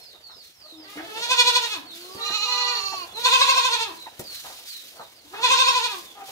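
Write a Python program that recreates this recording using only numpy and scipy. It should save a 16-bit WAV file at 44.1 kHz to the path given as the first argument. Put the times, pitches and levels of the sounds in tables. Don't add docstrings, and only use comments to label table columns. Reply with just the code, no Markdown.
import sys
import numpy as np
from scipy import signal
from scipy.fft import rfft, irfft, next_fast_len
from scipy.io import wavfile
from scipy.ndimage import uniform_filter1d

SR = 44100
rng = np.random.default_rng(int(sys.argv[2]) if len(sys.argv) > 2 else 0)


def output_pcm(signal):
    pcm = np.clip(np.atleast_2d(signal).T, -1, 1) * 32767
    wavfile.write(sys.argv[1], SR, np.round(pcm).astype(np.int16))


N = 278271


def amp(db):
    return 10 ** (np.asarray(db) / 20)


def evened(x):
    return x / np.sqrt(np.mean(x ** 2) + 1e-20)


def read(points, hz):
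    f, value = np.transpose(points)
    return np.interp(np.log(hz + 1), np.log(f + 1), value)


def add(mix, start_s, sound):
    part = mix[round(start_s * SR):][:len(sound)]
    part += sound[:len(part)]


def wobble(size, hz):
    span = max(int(SR / hz), 1)
    once = uniform_filter1d(rng.standard_normal(size), span)
    return evened(uniform_filter1d(once, span))


# freq_hz, likeness_0_to_1
SIDE_LIKENESS = [(60, .95), (400, 0.85), (1000, 0.17), (2500, 0.51), (8000, 0.26)]


def noise(spectrum, lo_hz, hi_hz, patchy_db, flicker_db, size):
    frames = 4 * N // size + 6
    hz = np.fft.rfftfreq(size, 1 / SR)
    a, b, c, d, patches = rng.standard_normal((frames, len(hz), 5)).T
    patches = uniform_filter1d(patches, 8, axis=0)
    patches = evened(uniform_filter1d(patches, 20, axis=1))
    flicker = evened(uniform_filter1d(rng.standard_normal(frames), 4))
    same = read(SIDE_LIKENESS, hz)[:, None]
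    left = a + 1j * b
    right = same * left + np.sqrt(1 - same ** 2) * (c + 1j * d)
    z = np.array([left, right])
    z *= amp(read(spectrum, hz)[:, None] + patchy_db * patches + flicker_db * flicker)
    band = (hz >= lo_hz) & (hz <= hi_hz)
    share = np.sqrt((abs(z[:, band]) ** 2).sum() / (abs(z) ** 2).sum())
    sound = signal.istft(z, nperseg=size, noverlap=3 * size // 4)[1][:, :N]
    return evened(sound) / share


# time_s, level_db
HISS = [(0, -60), (.2, -65), (.87, -67), (1.15, -51.5), (1.72, -48.5), (1.86, -61.5), (2.22, -51.5),
        (3.0, -51.5), (3.14, -58.5), (3.2, -45), (3.92, -53), (4.02, -57), (5.21, -67), (5.33, -55.5),
        (6.0, -48.5), (6.17, -60)]
# crest_s, level_db, fade_db_per_s
RUSTLES = [(0.449, -57, 98), (.7, -59, 130), (0.901, -53.5, 48), (1.955, -48, 74), (2.1, -59, 65),
           (4.2, -52.5, 60), (4.33, -46.5, 23), (4.68, -47, 38), (6.282, -48, 30)]
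# time_s, level_db
BUSTLE = [(0.0, -62), (0.54, -66.5), (1.19, -48), (1.69, -54), (3.6, -52.5), (4.78, -64), (5.31, -58),
          (5.52, -50.5), (6.31, -59.5)]
# freq_hz, density_db_per_hz
HISS_SPECTRUM = [(350, -68), (600, -99), (748, -65), (1140, -9), (1230, -5), (3080, 4.5), (3730, 7.5),
                 (9240, -2.5), (14900, -2), (16000, 1)]
MURMUR_SPECTRUM = [(120, -32), (200, -10), (481, -3.5), (620, -3.5), (1050, -8), (1280, -9.5), (2500, -10),
                   (3250, -6.5), (5500, -120)]
RUMBLE_SPECTRUM = [(12, -47), (20, -41), (70, 5), (156, -0.5), (200, -3.5), (260, -9), (440, -120)]
RUSTLE_RISE_DB_PER_S = 350
RUMBLE_DB = -68


def background():
    t = np.arange(N) / SR
    hiss_db = np.interp(t, *np.transpose(HISS))
    murmur_db = np.interp(t, *np.transpose(BUSTLE))
    rumble_db = RUMBLE_DB + .3 * (murmur_db - murmur_db.mean())
    power = amp(hiss_db) ** 2
    for crest_s, db, fade_db_per_s in RUSTLES:
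        drop_db = np.maximum(RUSTLE_RISE_DB_PER_S * (crest_s - t), fade_db_per_s * (t - crest_s))
        power += amp(db - drop_db) ** 2
    hiss = noise(HISS_SPECTRUM, 8400, 15100, patchy_db=1, flicker_db=1.5, size=512)
    murmur = noise(MURMUR_SPECTRUM, 200, 900, patchy_db=2.5, flicker_db=2, size=1024)
    rumble = noise(RUMBLE_SPECTRUM, 30, 200, patchy_db=-2.5, flicker_db=3.0, size=2048)
    return np.sqrt(power) * hiss + amp(murmur_db) * murmur + amp(rumble_db) * rumble


# freq_hz, t60_s
WALL_DECAY = [(200, 0.39), (1000, 0.41), (4000, 0.34), (10000, 0.11)]


def walls(x):
    taps = np.zeros((2, SR // 2))
    slots = np.arange(200, SR // 2 - 20, 20)
    at = slots + rng.integers(0, 20, (2, (SR // 2 - 201) // 20))
    np.put_along_axis(taps, at, rng.choice([-1., 1.], at.shape), 1)
    hz, t, z = signal.stft(taps, SR, nperseg=256)
    decay = amp(-60 * t / read(WALL_DECAY, hz)[:, None])
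    tail = signal.istft(z * decay, SR, nperseg=256)[1]
    return signal.fftconvolve(x[None], tail / np.linalg.norm(tail[0]), axes=1)[:, :N]


# delay_s, level_db
BOUNCES = [
    [(.0016, -7), (.0043, -12.5), (.0091, -6), (.015, -5)],
    [(.0023, -8), (.0056, -11), (.0078, -8), (.018, -3.5)],
]


def nearby(x):
    treble = signal.lfilter(*signal.butter(1, 500, "high", fs=SR), x)
    out = x.copy()
    for side, taps in enumerate(BOUNCES):
        for delay_s, db in taps:
            add(out[side], delay_s, amp(db) * treble[side][:N - round(delay_s * SR)])
    return amp(-1.0) * out


# start_s, level_db, tick_db (against the body)
KNOCKS = [(0.359, -46, -12), (0.968, -35.5, -20), (2.148, -31, -4), (2.299, -33, -8), (4.194, -27.5, 4),
          (4.242, -45, -15)]
# start_s, level_db, centre_hz
SCUFFS = [(0.136, -49, 744), (0.294, -44.5, 1240), (0.97, -31.5, 1730), (2.289, -32.5, 1150),
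          (4.443, -37, 882), (4.494, -38, 760), (4.584, -46, 607), (4.957, -43.5, 815), (4.99, -32.5, 780),
          (5.33, -31, 1030), (5.375, -34, 1140), (6.17, -42, 1000), (6.279, -37, 690)]
KNOCK_HZ, KNOCK_WIDTH_HZ, KNOCK_T60_S, KNOCK_RISE_S = 298, 490, .13, .0013
SCUFF_WIDTH_HZ, SCUFF_T60_S, SCUFF_RISE_S, SCUFF_TICK_DB = 920, 0.18, .006, -23
TICK_T60_S = 0.054


def hooves():
    out = np.zeros(N)
    t = np.arange(8192) / SR
    f = np.fft.rfftfreq(len(t), 1 / SR)
    knocks = [(s, db, KNOCK_HZ, KNOCK_WIDTH_HZ, KNOCK_T60_S, KNOCK_RISE_S, tick_db)
              for s, db, tick_db in KNOCKS]
    scuffs = [(s, db, hz, SCUFF_WIDTH_HZ, SCUFF_T60_S, SCUFF_RISE_S, SCUFF_TICK_DB)
              for s, db, hz in SCUFFS]
    for s, db, hz, width_hz, t60_s, rise_s, tick_db in knocks + scuffs:
        grit = rng.standard_normal((2, len(t)))
        resonance = f / (f + 300) / (1 + (2 * (f - hz) / width_hz) ** 2)
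        body = evened(irfft(rfft(grit[0]) * resonance))
        shape = (1 - np.exp(-t / rise_s)) * amp(-60 * t / t60_s)
        tick = amp(tick_db - 60 * t / TICK_T60_S) * grit[1]
        add(out, s, amp(db - 6.0) * (body * shape / shape.max() + tick))
    return out


# start_s, length_s, first_hz, last_hz, bend_exponent (over 1 holds then drops), level_db
PEEPS = [(0, 0.046, 4260, 4070, 3.2, -52), (0, 0.15, 5540, 3330, 1.27, -53.5),
         (0.098, 0.097, 4080, 3590, 0.48, -59), (0.206, 0.13, 4620, 3500, 1.83, -49.5),
         (0.303, 0.15, 5370, 3200, 2.1, -54), (.38, 0.092, 4630, 4100, .7, -55.5),
         (0.531, 0.15, 5670, 3280, 1.7, -60), (0.601, .16, 5120, 3500, 0.72, -50.5),
         (0.764, 0.11, 5200, 3770, 2.2, -53.5), (1.849, 0.079, 4560, 4070, 0.87, -49.5),
         (1.89, 0.055, 3970, 3310, 1.3, -44.5), (1.984, 0.092, 5160, 3970, 0.43, -49),
         (2.086, 0.13, 5450, 4130, 0.62, -51), (3.068, 0.062, 3580, 3260, 1.3, -52),
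         (3.135, 0.073, 4186, 3630, 1.3, -36.5), (3.966, 0.092, 4165, 3630, 1.5, -46),
         (4.237, 0.14, 5480, 3980, 0.32, -43), (4.663, 0.13, 5600, 3660, .4, -43.5),
         (4.961, 0.099, 5180, 3540, 0.47, -55), (5.138, 0.087, 5470, 3900, 0.7, -58.5),
         (6.03, 0.1, 3716, 3190, 1.45, -52.5)]


def chicks():
    out = np.zeros(N)
    for s, length_s, first_hz, last_hz, bend, db in PEEPS:
        u = np.arange(int(length_s * SR)) / (length_s * SR)
        glide_hz = first_hz + (last_hz - first_hz) * u ** bend
        hz = glide_hz * (1 + 0.005 * wobble(len(u), 186))
        swell = np.sqrt(2 * np.sin(np.pi * u))
        add(out, s, amp(db) * swell * np.sin(2 * np.pi * np.cumsum(hz) / SR))
    return out


def throat_gain(throat, hz, progress):
    gain = 0
    for f, width_hz, db, *drift in throat:
        centre_hz = f * (1 + sum(drift) * progress)
        gain = gain + amp(db) / (1 + (2 * (hz - centre_hz) / width_hz) ** 2)
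    return gain


STRAIN_DB, EASED_DB = 12, 5
CREAK = .8
CLEAR_COUNT, RASP_HZ = 3, 220
STEADY = (0, 1, 0)


def call(rows, throat, quaver, mouth_law, sag_db, calm_db, trough, jitter, breath_db, shut_db, rasp=0):
    s, effort_db, crest_hz = np.transpose(rows)
    crest_s, period_s, deepest = quaver
    widest, shut_below_db, opening_db = mouth_law
    t = np.arange(s[0], s[-1], 1 / SR)
    below_db = effort_db.max() - np.interp(t, s, effort_db)
    push = np.clip(1 - (below_db / calm_db) ** 2, 0, 1)
    strain = np.clip(1 - below_db / STRAIN_DB, 0, 1)
    mouth = widest * np.clip((shut_below_db - below_db) / opening_db, 0, 1)

    u = (t - crest_s) / period_s % 1
    dip = np.minimum(u / trough, (1 - u) / (1 - trough))
    slack = deepest * np.sin(np.pi / 2 * dip) ** 1.5
    unrest = jitter * (0.019 + deepest * (strain + CREAK * (1 - mouth)))
    hz = np.interp(t, s, crest_hz) * (1 - push * slack) * (1 + unrest * wobble(len(t), 152))
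    turns = np.cumsum(hz) / SR

    k = np.arange(1, 30)[:, None]
    coarse = slice(None, None, 32)
    progress = (t - s[0]) / (s[-1] - s[0])
    gains = throat_gain(throat, k * hz[coarse], progress[coarse])
    gains *= amp(shut_db * (1 - mouth[coarse]) * np.log2(k))
    gains /= np.sqrt((gains ** 2).sum(0) / 2)
    folds = np.zeros(len(t))
    for n, gain in zip(k[:, 0], gains):
        breakup = 1 + rasp * strain * (n > CLEAR_COUNT) * wobble(len(t), RASP_HZ)
        start_turn = (rasp > 0) * rng.random()
        partial = np.cos(2 * np.pi * (n * turns + start_turn))
        folds += np.interp(t, t[coarse], gain) * breakup * partial

    air = rng.standard_normal(len(t)) * (1 + np.cos(2 * np.pi * turns))
    f = np.fft.rfftfreq(len(t), 1 / SR)
    air = evened(irfft(rfft(air) * throat_gain(throat, f, 0.23) * f / (f + 2500), len(t)))
    breath = amp(breath_db - EASED_DB * (1.5 - strain)) * mouth ** 2 * air
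    level_db = effort_db.max() - below_db - sag_db * np.sqrt(push) * slack
    return s[0], amp(level_db) * signal.windows.tukey(len(t), .05) * (folds + breath)


# start_s, length_s, peak_db, first_hz, last_hz, mouth_0_to_1
HENS = [(.635, 0.066, -49.5, 604, 640, 0.65), (0.722, 0.18, -38.5, 323, 303.5, 0.3),
        (0.956, 0.11, -31.5, 288, 345, 0.67), (2.919, .035, -31.5, 1052, 530, .63),
        (3.56, .035, -37, 800, 586, 0.2), (4.059, 0.0252, -35.5, 1138, 614, 0.99),
        (6.152, 0.15, -40.5, 415, 375, 1)]
# centre_hz, width_hz, level_db
HEN_THROAT = [(307, 44, 5), (737, 145, 3), (1300, 700, -12.5), (2440, 600, -22)]
CLUCK_RISE, CLUCK_START_DB, CLUCK_END_DB = 0.45, -11, -19


def hens():
    out = np.zeros(N)
    for s, length_s, db, first_hz, last_hz, mouth in HENS:
        peak_hz = first_hz + CLUCK_RISE * (last_hz - first_hz)
        rows = [(s, db + CLUCK_START_DB, first_hz),
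                (s + CLUCK_RISE * length_s, db, peak_hz),
                (s + length_s, db + CLUCK_END_DB, last_hz)]
        held = (mouth, 60, 1)
        add(out, *call(rows, HEN_THROAT, STEADY, held, sag_db=0, calm_db=1, trough=.5,
                       jitter=0.48, breath_db=-1.0, shut_db=-11))
    return out



# time_s, effort_db, crest_pitch_hz
FAR_KID = [
    [(.83, -49.5, 374.7), (.9, -48.5, 409.8), (1.07, -45.5, 440), (1.55, -53, 423), (1.68, -50, 405.4)],
    [(2.17, -40, 457.3), (2.44, -48.5, 486), (2.49, -35, 498.5), (2.72, -33.5, 487.2), (2.82, -49, 391)],
]
# centre_hz, width_hz, level_db
FAR_THROAT = [(480, 500, -36), (1011, 63, 2), (1234, 140, -7), (1943, 340, -6.5), (3620, 2400, -4)]
FAR_MOUTH = (0.84, 24.7, 18.7)


def far_kid():
    out = np.zeros(N)
    for rows in FAR_KID:
        add(out, *call(rows, FAR_THROAT, STEADY, FAR_MOUTH, sag_db=0, calm_db=1, trough=.5,
                       jitter=.26, breath_db=-15, shut_db=-23))
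    return out


# time_s, effort_db, crest_pitch_hz
OTHER_KID = [(1.82, -59, 315), (1.95, -50.5, 335), (2.12, -43.5, 376.3), (2.19, -46, 396),
             (2.215, -29, 400), (2.357, -23.5, 431), (2.61, -22.5, 421), (2.79, -27, 401),
             (2.945, -30, 387.1), (3.035, -34, 345), (3.07, -50, 325)]
# centre_hz, width_hz, level_db, drift_share (where given, over the call)
OTHER_THROAT = [(420, 150, -30), (850, 200, -19), (1180, 120, -1.5, -.06), (2480, 250, -12),
                (2850, 250, -7), (3750, 450, 0, .19), (5800, 450, -16), (7000, 700, -19),
                (13000, 5000, -45)]
OTHER_QUAVER, OTHER_MOUTH = (2.527, .0848, .058), (0.97, 27, 22)


def other_kid():
    out = np.zeros(N)
    add(out, *call(OTHER_KID, OTHER_THROAT, OTHER_QUAVER, OTHER_MOUTH, sag_db=75, calm_db=8,
                   trough=.22, jitter=.02, breath_db=-26, shut_db=-18))
    return out


# time_s, effort_db, crest_pitch_hz
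NEAR_KID = [
    [(1.07, -44.5, 411), (1.146, -37.5, 435.8), (1.222, -26, 477.4), (1.315, -15.5, 516.6),
     (1.4, -12.5, 497.2), (1.568, -15, 499), (1.654, -24.5, 470.8), (1.73, -26, 425), (1.765, -34, 327),
     (1.82, -54, 244.3)],
    [(3.13, -50, 362), (3.175, -36.5, 456), (3.215, -34, 484.6), (3.258, -12.5, 511.7),
     (3.345, -12.5, 537.1), (3.54, -13.5, 545), (3.66, -16.5, 515), (3.82, -22.5, 462.8), (3.875, -38, 404),
     (3.91, -37, 321.5), (3.98, -58, 337)],
    [(5.24, -48, 295), (5.3, -60, 296.5), (5.345, -37, 408.3), (5.41, -36, 457.5), (5.44, -14.5, 520),
     (5.524, -12.5, 533), (5.686, -14.5, 538.7), (5.856, -22, 485.5), (5.97, -39, 350.6), (6.06, -70, 322)],
]
# centre_hz, width_hz, level_db
NEAR_THROAT = [(447, 1600, -28.5), (1055, 135, 2), (1640, 300, -14), (2564, 246, -4.5), (3603, 1030, -3.5),
               (4400, 330, -6.5), (5320, 570, -15), (6660, 1570, -14), (8360, 460, -16.5),
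               (12850, 2200, -30.5)]
# crest_s, period_s, deepest_pitch_sag_0_to_1
NEAR_QUAVER = [(1.4, 0.082, 0.08), (3.5, 0.08, 0.12), (5.605, .0812, .12)]
# sag_db_per_unit, jitter_scale, breath_db (before easing)
HOARSENESS = [(200, .11, -12), (110, .12, -9.5), (100, .13, -9.5)]
RING_DB = [-5, -.3, .3]
NEAR_MOUTH = (0.86, 34.3, 16)
NEAR_RASP = (.35, .7, .7)


def near_kid():
    out = np.zeros(N)
    bleats = zip(NEAR_KID, NEAR_QUAVER, HOARSENESS, NEAR_RASP, RING_DB)
    for rows, quaver, (sag_db, jitter, breath_db), rasp, ring_db in bleats:
        low, (hz, width_hz, db), *high = NEAR_THROAT
        throat = [low, (hz, width_hz, db + ring_db), *high]
        add(out, *call(rows, throat, quaver, NEAR_MOUTH, sag_db, calm_db=19, trough=0.403,
                       jitter=jitter, breath_db=breath_db, shut_db=-18, rasp=rasp))
    return out


def scene():
    feet, peeps, clucks = hooves(), chicks(), hens()
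    far, other, near = far_kid(), other_kid(), near_kid()
    kids = near * amp([[-.6], [-1.5]]) + other * amp([[-3], [.4]]) + amp(-3.5) * far
    direct = kids + clucks + peeps + feet
    echoed = amp(-8.5) * near + amp(-15) * other + amp(-2.0) * far
    echoed += amp(-1) * peeps + amp(-16.0) * clucks + amp(-14.5) * feet
    return nearby(direct) + walls(echoed) + background()


# freq_hz, left_over_right_db
PORT_COLOUR = [(300, 1), (1000, 0), (2400, -2), (4400, -5), (7000, -5), (9000, 9.5), (15000, 4)]
PORT_LAG_S, EDGE_HZ = .00016, 15700


def record(dry):
    size = next_fast_len(N)
    f = np.fft.rfftfreq(size, 1 / SR)
    tilt = amp(read(PORT_COLOUR, f) / 2)
    ports = np.array([tilt, np.exp(-2j * np.pi * f * PORT_LAG_S) / tilt])
    heard = irfft(rfft(dry, size) * ports, size)[:, :N]
    lowpass = signal.firwin(511, EDGE_HZ, window=("kaiser", 9), fs=SR)
    return signal.oaconvolve(heard, lowpass[None], "same")


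dry = scene()
out = record(dry)
output_pcm(out)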